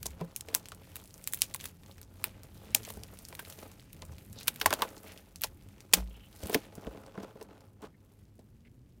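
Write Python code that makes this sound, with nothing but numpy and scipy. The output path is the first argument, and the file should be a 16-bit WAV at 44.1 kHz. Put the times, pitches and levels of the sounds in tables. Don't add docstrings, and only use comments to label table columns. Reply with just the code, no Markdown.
import sys
import numpy as np
from scipy import signal
from scipy.fft import rfft, irfft, next_fast_len
from scipy.io import wavfile
from scipy.ndimage import map_coordinates

SR = 44100
rng = np.random.default_rng(int(sys.argv[2]) if len(sys.argv) > 2 else 0)


def level_to_linear(level):
    exponent = np.asarray(level, float) / 20
    return 10 ** exponent


def wav_record(signal):
    frames = np.transpose(np.atleast_2d(signal))
    bounded = np.clip(frames, -1, 1)
    quanta = np.round(bounded * 32767).astype(np.int16)
    wavfile.write(sys.argv[1], SR, quanta)


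N = 396900
SIZE = 8192

# f/Hz, width/Hz, level/dB
CAVITY = [(198, 17, 0.5), (296.3, 77, 1), (441, 37, -1.5), (535, 23, 2.5), (648, 64, -5.5), (847, 73, -1),
          (998, 110, -6.5), (1222, 300, -3.5), (1550, 68, -15)]
# t/s, peak/dB, low part/dB, top part/dB, time to fall 60 dB/s
SNAPS = [(.0651, -17.5, -16, -4.5, .0084), (.3621, -16, -8.5, 1.5, .004), (.5433, -17, 2.5, 4.5, .006),
         (.5486, -4.5, -9, 1.5, .0061), (1.2744, -14, -4, 4.5, .0045), (1.3246, -20, -18.5, 7, .004),
         (1.3352, -9.5, -5.5, 3, .004), (1.3447, -16, 1, 22, .004), (1.4188, -3, -4, -2.5, .005),
         (1.5456, -16.5, -2, 5, .007), (2.241, -9.5, 5.5, 7.5, .007), (2.7482, -1.5, -6.5, -2, .007),
         (4.48, -6, 0.5, 2.5, .017), (4.6128, -16, 7, 1, .029), (4.6601, -8.5, -4, -1, .021),
         (4.7055, -16.5, -3, 5, .009), (4.7268, -15.5, -2.5, -2.5, .02), (4.737, -13.5, -0.8, 1, .012),
         (4.8206, -16, 4, 5.5, .0055), (5.4185, -12.5, -2.5, 10.5, .004), (5.4361, -10, 2.5, 4.5, .006),
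         (5.441, -17.5, -1.2, -3, .02), (5.9352, 2.5, -2, -0.46, .034), (6.5448, -8.5, 5, 1, .021)]
# t/s, peak/dB, top part/dB, time to fall 60 dB/s
WEAK_SNAPS = [(.0289, -23, 0.25, 0.011), (0.057, -24, -3.5, 0.052), (0.4086, -22, -6.5, 0.0096),
              (.9565, -26, 2, 0.0058), (0.966, -22.5, 22, 0.0046), (1.241, -27, -11, 0.0036),
              (1.3734, -26.5, 12, 0.0042), (1.5599, -28.5, 2.5, 0.014), (1.6415, -24, 6, 0.0075),
              (1.6554, -21, 3.5, .015), (2.0151, -31, 21, .005), (2.8893, -26.5, 12.5, 0.0044),
              (2.902, -28.5, 4, 0.023), (3.0351, -23.5, -4, 0.0036), (3.251, -28.5, -11.5, .004),
              (3.3509, -29, 2.5, .013), (3.3941, -23, 10.5, 0.027), (3.9305, -29, 5.5, 0.0065),
              (4.4723, -20.5, 2.5, .015), (4.5595, -28, 5, 0.014), (4.601, -26, 1, 0.0048),
              (6.435, -27.5, -1.5, 0.0094), (6.4576, -30, -2, 0.027), (6.4703, -26, 8.5, 0.0051),
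              (6.4956, -28, 17, .02), (6.5295, -26, -0.2, 0.04)]


def unit(x):
    return x / np.sqrt(np.mean(x ** 2) + 1e-20)


def peak_one(rows):
    return rows / np.abs(rows).max(axis=1, keepdims=True)


def gain_at(points, hz):
    f, db = np.transpose(points)
    return level_to_linear(np.interp(np.log(hz + 1), np.log(f + 1), db))


def filtered(x, response):
    padded = next_fast_len(x.shape[-1] + SIZE)
    spectrum = rfft(x, padded) * response(np.fft.rfftfreq(padded, 1 / SR))
    return irfft(spectrum, padded)[..., :x.shape[-1]]


def resonance(hz, centre_hz, width_hz):
    return 1j * hz * width_hz / (centre_hz ** 2 - hz ** 2 + 1j * hz * width_hz)


def drift(rate):
    points = rng.standard_normal(int(N * rate / SR) + 4)
    return map_coordinates(points, [np.arange(N) * rate / SR])


def curves(rows):
    s, *columns = np.transpose(rows)
    return [np.interp(np.arange(N) / SR, s, column) for column in columns]


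def placed(times, rows):
    at = np.round(times * SR).astype(int)[:, None] + np.arange(rows.shape[1])
    return np.bincount(at.ravel(), rows.ravel(), N + 2 * SIZE)[:N]


def cracks():
    weak_snaps = [(s, db, -3 + 0.86 * top_db, top_db, t60) for s, db, top_db, t60 in WEAK_SNAPS]
    s, db, low_db, top_db, t60 = np.array(SNAPS + weak_snaps).T[..., None]
    t = np.arange(SIZE // 2) / SR
    noise = rng.standard_normal((len(s), 2 * len(t)))
    tear = noise[:, ::2] ** 2 * np.sign(noise[:, 1::2])
    spike = 3.5 * level_to_linear(-60 * t / 0.0015)
    tearing = level_to_linear(-60 * t / np.clip(t60, .004, .034))
    answer = level_to_linear(-25.0 - 60 * t / 0.098)
    burst = tear * (spike + tearing + answer) * (1 - np.exp(-t / 0.00052))

    def colour(f):
        low = level_to_linear(low_db - 0.4) * resonance(f, 2900, 2400)
        middle = resonance(f, 6500, 2600)
        top = level_to_linear(top_db - 2.5) * resonance(f, 12500, 10000)
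        return (low - middle + top) * resonance(f, 2300, 20000)

    return placed(s[:, 0], level_to_linear(db - 1.85) * peak_one(filtered(burst, colour)))


def cavity(hz, scatter_db=0):
    centre_hz, width_hz, db = np.array(CAVITY).T[..., None]
    sign = (-1.) ** np.arange(len(CAVITY))[:, None]
    return np.sum(sign * level_to_linear(db + scatter_db) * resonance(hz, centre_hz, width_hz), axis=-2)


def blows():
    # t/s, peak/dB, f/Hz
    knocks = [(.0575, -33.5, 516), (0.2124, -28, 260), (.485, -39.5, 450), (0.5486, -24, 940),
              (.7199, -36, 840), (1.548, -35.5, 1070), (2.242, -31.5, 970), (2.7481, -30, 710),
              (2.876, -39.5, 642), (2.9028, -36.5, 930), (2.9715, -39, 215), (3.3268, -38, 850),
              (3.3927, -29.5, 1630), (3.587, -43, 427), (4.0243, -36.5, 1020), (4.481, -27, 1410),
              (4.6134, -20, 1550), (4.6596, -6, 1060), (4.7063, -22.5, 1110), (4.7276, -12.5, 856),
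              (4.81, -31.5, 1001), (4.8209, -11, 1145), (5.4422, -28.5, 930)]
    # t/s, peak/dB, f/Hz
    pats = [(5.9349, -19, 441), (6.429, -32.5, 189), (6.4523, -33.5, 190), (6.4967, -27, 400),
            (6.5274, -29, 424), (6.5466, -15, 201), (6.7788, -31.5, 150), (6.8467, -41, 430),
            (6.8711, -28, 155), (6.9486, -37, 217), (7.1543, -41, 500), (7.1771, -31.5, 249.5),
            (7.232, -34.5, 270), (7.3566, -38.5, 322), (7.4119, -34, 438), (7.5082, -46, 419),
            (8.3908, -44.5, 206)]
    s, db, pitch_hz = np.array(knocks + pats).T[..., None]
    t60 = 0.065 * (pitch_hz / 500) ** -.3 * level_to_linear(-.15 * db)
    t = np.arange(SIZE) / SR
    scatter_db = 3 * rng.standard_normal((len(s), len(CAVITY), 1))
    push_fade = level_to_linear(-60 * t / 0.0032) + level_to_linear(-15.5 - 60 * t / 0.099)
    push = rng.standard_normal((len(s), len(t))) * push_fade

    def balloon(f):
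        spot = resonance(f, pitch_hz, .7 * pitch_hz + 220) / (1 + 1j * f / (4 * pitch_hz))
        own_ring = .5 * resonance(f, pitch_hz, .12 * pitch_hz)
        return spot * (0.39 + cavity(f, scatter_db) + own_ring)

    damping = level_to_linear(-18 * t / np.clip(t60, .02, .4))
    return placed(s[:, 0], level_to_linear(db - 0.13) * peak_one(filtered(push, balloon) * damping))


def wobble():
    # t/s, level/dB, f/Hz, rise/s, time to fall 60 dB/s
    shakes = [
        (.03, -32, 66.7, 0.037, 0.34),
        (.2125, -27, 170, .003, .16),
        (2.956, -35, 70.5, 0.011, 0.18),
        (4.05, -27, 79, 0.045, 0.33),
        (4.651, -31.5, 87.6, 0.0092, 0.23),
        (5.94, -32, 185, 0.0069, 0.34),
        (5.965, -23, 54.3, 0.027, 0.43),
        (6.431, -15.5, 75.1, 0.011, 0.061),
        (6.86, -32.5, 55, .01, .2),
    ]
    s, db, hz, rise, t60 = np.array(shakes).T[..., None]
    t = np.arange(2 * SIZE) / SR
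    swell = (1 - np.exp(-t / rise)) ** 2
    return placed(s[:, 0], level_to_linear(db - 60 * t / t60) * swell * np.sin(2 * np.pi * hz * t))


def effort():
    # t/s of most effort, time to fade 10 dB/s, crinkle/dB, rubbing/dB
    moves = [(.06, 0.1, -55.5, -61), (.229, 0.2, -70, -57), (.549, 0.16, -59, -54.5), (.93, 0.3, -59, -62),
             (1.2, 0.47, -64, -71), (1.432, 0.1, -55, -57), (1.64, 0.06, -51, -53.5),
             (1.901, 0.04, -64, -57), (2.255, 0.18, -64.5, -57), (2.7, 0.35, -58.5, -56.5),
             (2.888, 0.0632, -48.5, -59), (2.99, 0.26, -64.5, -59), (3.25, 0.66, -58, -65.5),
             (3.48, 0.38, -60, -66), (3.63, 0.08, -55, -52), (4.036, 0.12, -63.5, -56),
             (4.47, 0.27, -55, -57), (4.689, .11, -48.5, -45), (4.829, 0.1344, -53, -46),
             (5.101, .14, -57.5, -54), (5.438, 0.03, -49, -69), (5.971, 0.0313, -39.5, -39),
             (6.46, 0.154, -53, -57), (6.534, 0.0779, -45, -43), (6.868, 0.34, -64.5, -52.5),
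             (7.05, 0.1, -70, -51.5), (7.225, 0.11, -77, -47), (7.428, 0.17, -74, -59.5),
             (7.551, 0.12, -86, -56.5), (7.842, .035, -86, -48)]
    # t/s, crinkle/dB, rubbing/dB
    fidget = [
        (0, -67, -69),
        (2.5, -69, -66),
        (4.199, -67.5, -68),
        (6.3, -65, -63.5),
        (6.9, -82, -73),
        (7.72, -78.5, -73),
        (8.1, -74, -73),
        (9, -80.5, -85),
    ]
    s, fade, *levels_db = np.array(moves).T[..., None]
    t = np.arange(0, N + 100, 100) / SR
    from_peak = np.where(t < s, (s - t) / 0.83, t - s)
    shape_db = -10 * (from_peak / fade) ** 1.4
    moving = [np.sqrt(np.sum(level_to_linear(db + shape_db) ** 2, axis=0)) for db in levels_db]
    return [np.hypot(np.interp(np.arange(N) / SR, t, gain), level_to_linear(rest_db))
            for gain, rest_db in zip(moving, curves(fidget))]


def slips(rate, spread_db, t60):
    luck = np.minimum(rng.exponential(size=N), 2.5)
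    size = level_to_linear(spread_db * luck) * (rng.random(N) < rate / SR)
    puff = signal.lfilter([1], [1, -level_to_linear(-60 / (t60 * SR))], size)
    return unit(puff * rng.standard_normal(N))


def hands():
    # f/Hz, level per Hz/dB
    crinkle_tone = [(530, -27.5), (900, -8.5), (1230, -9.5), (1540, 0), (5520, -8.5), (13400, -6),
                    (15300, -5), (16500, -24)]
    crinkling, rubbing = effort()
    clump = drift(25)
    folds = 0
    for hz in (2500, 5500, 12000):
        swell = level_to_linear(3.5 * drift(9))
        fold = slips(rate=160, spread_db=5.0, t60=.004) + .85 * rng.standard_normal(N)
        folds = folds + filtered(swell * fold, lambda f: resonance(f, hz, .7 * hz))
    grains = unit(folds) + .25 * rng.standard_normal(N)
    crinkle = unit(level_to_linear(1.0 * clump) * filtered(grains, lambda f: gain_at(crinkle_tone, f)))

    def skin(f):
        return (cavity(f) + 0.21) * resonance(f, 450, 740) + 0.022 * resonance(f, 2600, 2000) ** 2

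    drag = slips(rate=250, spread_db=4.5, t60=.008) + .55 * rng.standard_normal(N)
    rub = unit(level_to_linear(1.9 * clump) * filtered(drag, skin))
    return level_to_linear(-3.5) * crinkling * crinkle + level_to_linear(-1.0) * rubbing * rub


def small_ticks():
    luck = rng.random((round(45 * N / SR), 3))
    s = luck[:, 0] * (N - 1) / SR
    busy_db = 20 * np.log10(effort()[0][(s * SR).astype(int)])
    size_db = -5 * np.log(np.clip(luck[:, 1], .1, 1))
    crackle = np.c_[s, busy_db + 8 + size_db, 5500 * 6 ** (luck[:, 2] - .5)]
    release = np.array([row[:2] for row in SNAPS + WEAK_SNAPS])
    luck = rng.random((len(release), 2))
    creep_s = release[:, 0] - .007 * (.3 + luck[:, 0])
    creep_db = release[:, 1] - 22 - 8 * luck[:, 0]
    return np.r_[crackle, np.c_[creep_s, creep_db, 4000 + 7000 * luck[:, 1]]]


def ticks():
    # t/s, peak/dB, f/Hz
    wide_folds = [(.211, -34, 2180), (.4865, -29.5, 2550), (.657, -32.5, 4500), (.7194, -30.5, 3360),
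                  (1.601, -32.5, 4000), (1.6106, -27, 3250), (1.8345, -42.5, 2260), (1.862, -40, 3360),
                  (1.913, -40, 3360), (1.9816, -39.5, 2200), (2.833, -33, 4200), (2.8504, -30.5, 3100),
                  (3.327, -36, 2000), (3.4505, -34.5, 2770), (3.5244, -34, 3400), (3.5888, -33.5, 2800),
                  (3.7968, -39, 3300), (4.0211, -29.5, 3600), (4.183, -37.5, 3000), (4.3881, -33, 4590),
                  (4.7925, -32.5, 1900), (4.9668, -36, 3920), (5.176, -36, 3140), (5.688, -40.5, 3020),
                  (5.8054, -34.5, 4970), (6.8689, -36, 2980), (7.4136, -38.5, 4220), (7.607, -47.5, 4950),
                  (8.393, -48, 4020)]
    # t/s, peak/dB, f/Hz
    creases = [(0.6861, -29, 9000), (.748, -37.5, 12000), (1.0399, -38.5, 7040), (1.076, -40.5, 8600),
               (1.1076, -42.5, 5500), (1.1412, -35.5, 7700), (1.179, -37.5, 9620), (1.3888, -33, 8650),
               (1.408, -28, 10800), (1.5402, -22.5, 7350), (1.6857, -37, 9800), (2.0302, -37.5, 7100),
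               (2.4337, -32.5, 8820), (2.9229, -33.5, 10400), (3.189, -32.5, 8270), (3.2864, -29.5, 9100),
               (3.4997, -32.5, 6270), (4.052, -35.5, 9450), (4.329, -32.5, 8500), (4.4314, -32, 6980),
               (4.9797, -34.5, 5180), (5.1206, -33, 9160), (5.3589, -29.5, 6820), (5.412, -31.5, 8700),
               (6.363, -37.5, 11300), (6.7534, -31.5, 8840), (7.064, -40.5, 5930), (7.2318, -35, 6010),
               (7.4272, -38.5, 7500), (7.8197, -45, 6150)]
    s, db, hz = np.r_[wide_folds, creases, small_ticks()].T[..., None]
    t = np.arange(SIZE // 8) / SR
    fade = level_to_linear(-60 * t / 0.0022) + level_to_linear(-18.5 - 60 * t / 0.078)
    puff = rng.standard_normal((len(s), len(t))) * fade

    def colour(f):
        return (resonance(f, hz, .8 * hz) + .2) * resonance(f, 4000, 22000)

    return placed(s[:, 0], level_to_linear(db - 0.2) * peak_one(filtered(puff, colour)))


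def slides():
    # t/s, length/s, level/dB, f/Hz, width/Hz
    rubs = [
        (2.502, 0.3, -69, 3430, 1510),
        (4.356, 0.082, -54, 4050, 1800),
        (5.041, 0.1, -55, 2180, 2200),
        (6.091, 0.11, -64.5, 2930, 907),
        (6.194, 0.087, -63.5, 2940, 687),
        (7.939, 0.02, -65, 1997, 402),
        (8.648, 0.035, -64.5, 2150, 1300),
    ]
    s, length, db, hz, width_hz = np.array(rubs).T[..., None]
    t = np.arange(2 * SIZE) / SR
    roughness = drift(150)[:len(s) * len(t)].reshape(len(s), -1)
    grain = rng.standard_normal((len(s), len(t))) * level_to_linear(3.7 * roughness)
    band = filtered(grain, lambda f: resonance(f, hz, width_hz) ** 2)
    stroke = np.sqrt(np.sin(np.pi * np.clip(t / length, 0, 1)) + 1e-12)
    return placed(s[:, 0], level_to_linear(db) * stroke * band / band.std(axis=1, keepdims=True))


def grip():
    # t/s, level/dB, f/Hz
    squeeze = [(0, -54.5, 38), (.5, -60.5, 44.85), (1.5, -58, 45), (2.1, -58.5, 50.06), (2.8, -55.5, 50.07),
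               (3.6, -60.5, 43.16), (4.1, -54.5, 41.17), (4.5, -56.5, 57.3), (5.3, -63.5, 47.5),
               (5.52, -55.5, 39.86), (5.75, -59, 49), (8.2, -62, 49.96), (8.7, -61.5, 58.8), (9, -61, 56.5)]
    partials_db = [-6.5, -1.2, -13, -7]
    # f/Hz, level per Hz/dB
    rumble_tone = [(12, -51.5), (20, -18), (91, -3), (129, -6), (400, -22), (520, -49.5), (880, -120)]
    db, hz = curves(squeeze)
    turn = 2 * np.pi * np.cumsum(hz * (1 + 0.043 * drift(3.6))) / SR
    hum = 0
    for k, level in enumerate(partials_db, 1):
        hum = hum + level_to_linear(level) * (drift(22) * np.cos(k * turn) + drift(22) * np.sin(k * turn))
    rumble = filtered(rng.standard_normal(N), lambda f: gain_at(rumble_tone, f))
    return level_to_linear(db) * (unit(hum) + 1.0 * unit(rumble))


def room():
    # f/Hz, level per Hz/dB
    hiss_tone = [(120, -32.5), (200, -1), (236, -4.5), (335, -5), (770, -22.5), (3980, -35), (15000, -38),
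                 (16500, -45)]
    return level_to_linear(-69) * unit(filtered(rng.standard_normal(N), lambda f: gain_at(hiss_tone, f)))


def scene():
    handling = cracks() + blows() + wobble() + hands() + ticks() + slides()
    return (handling + grip() + room())[None]


def roll_off(x):
    return signal.sosfilt(signal.butter(12, 17010, fs=SR, output="sos"), x)


def record(dry):
    held = dry / (1 + np.abs(dry / .75) ** 6) ** (1 / 6)
    held = filtered(held, lambda f: np.clip((17000 - f) / 1000, 0, 1))
    return roll_off(held)


dry = scene()
out = record(dry)
wav_record(out)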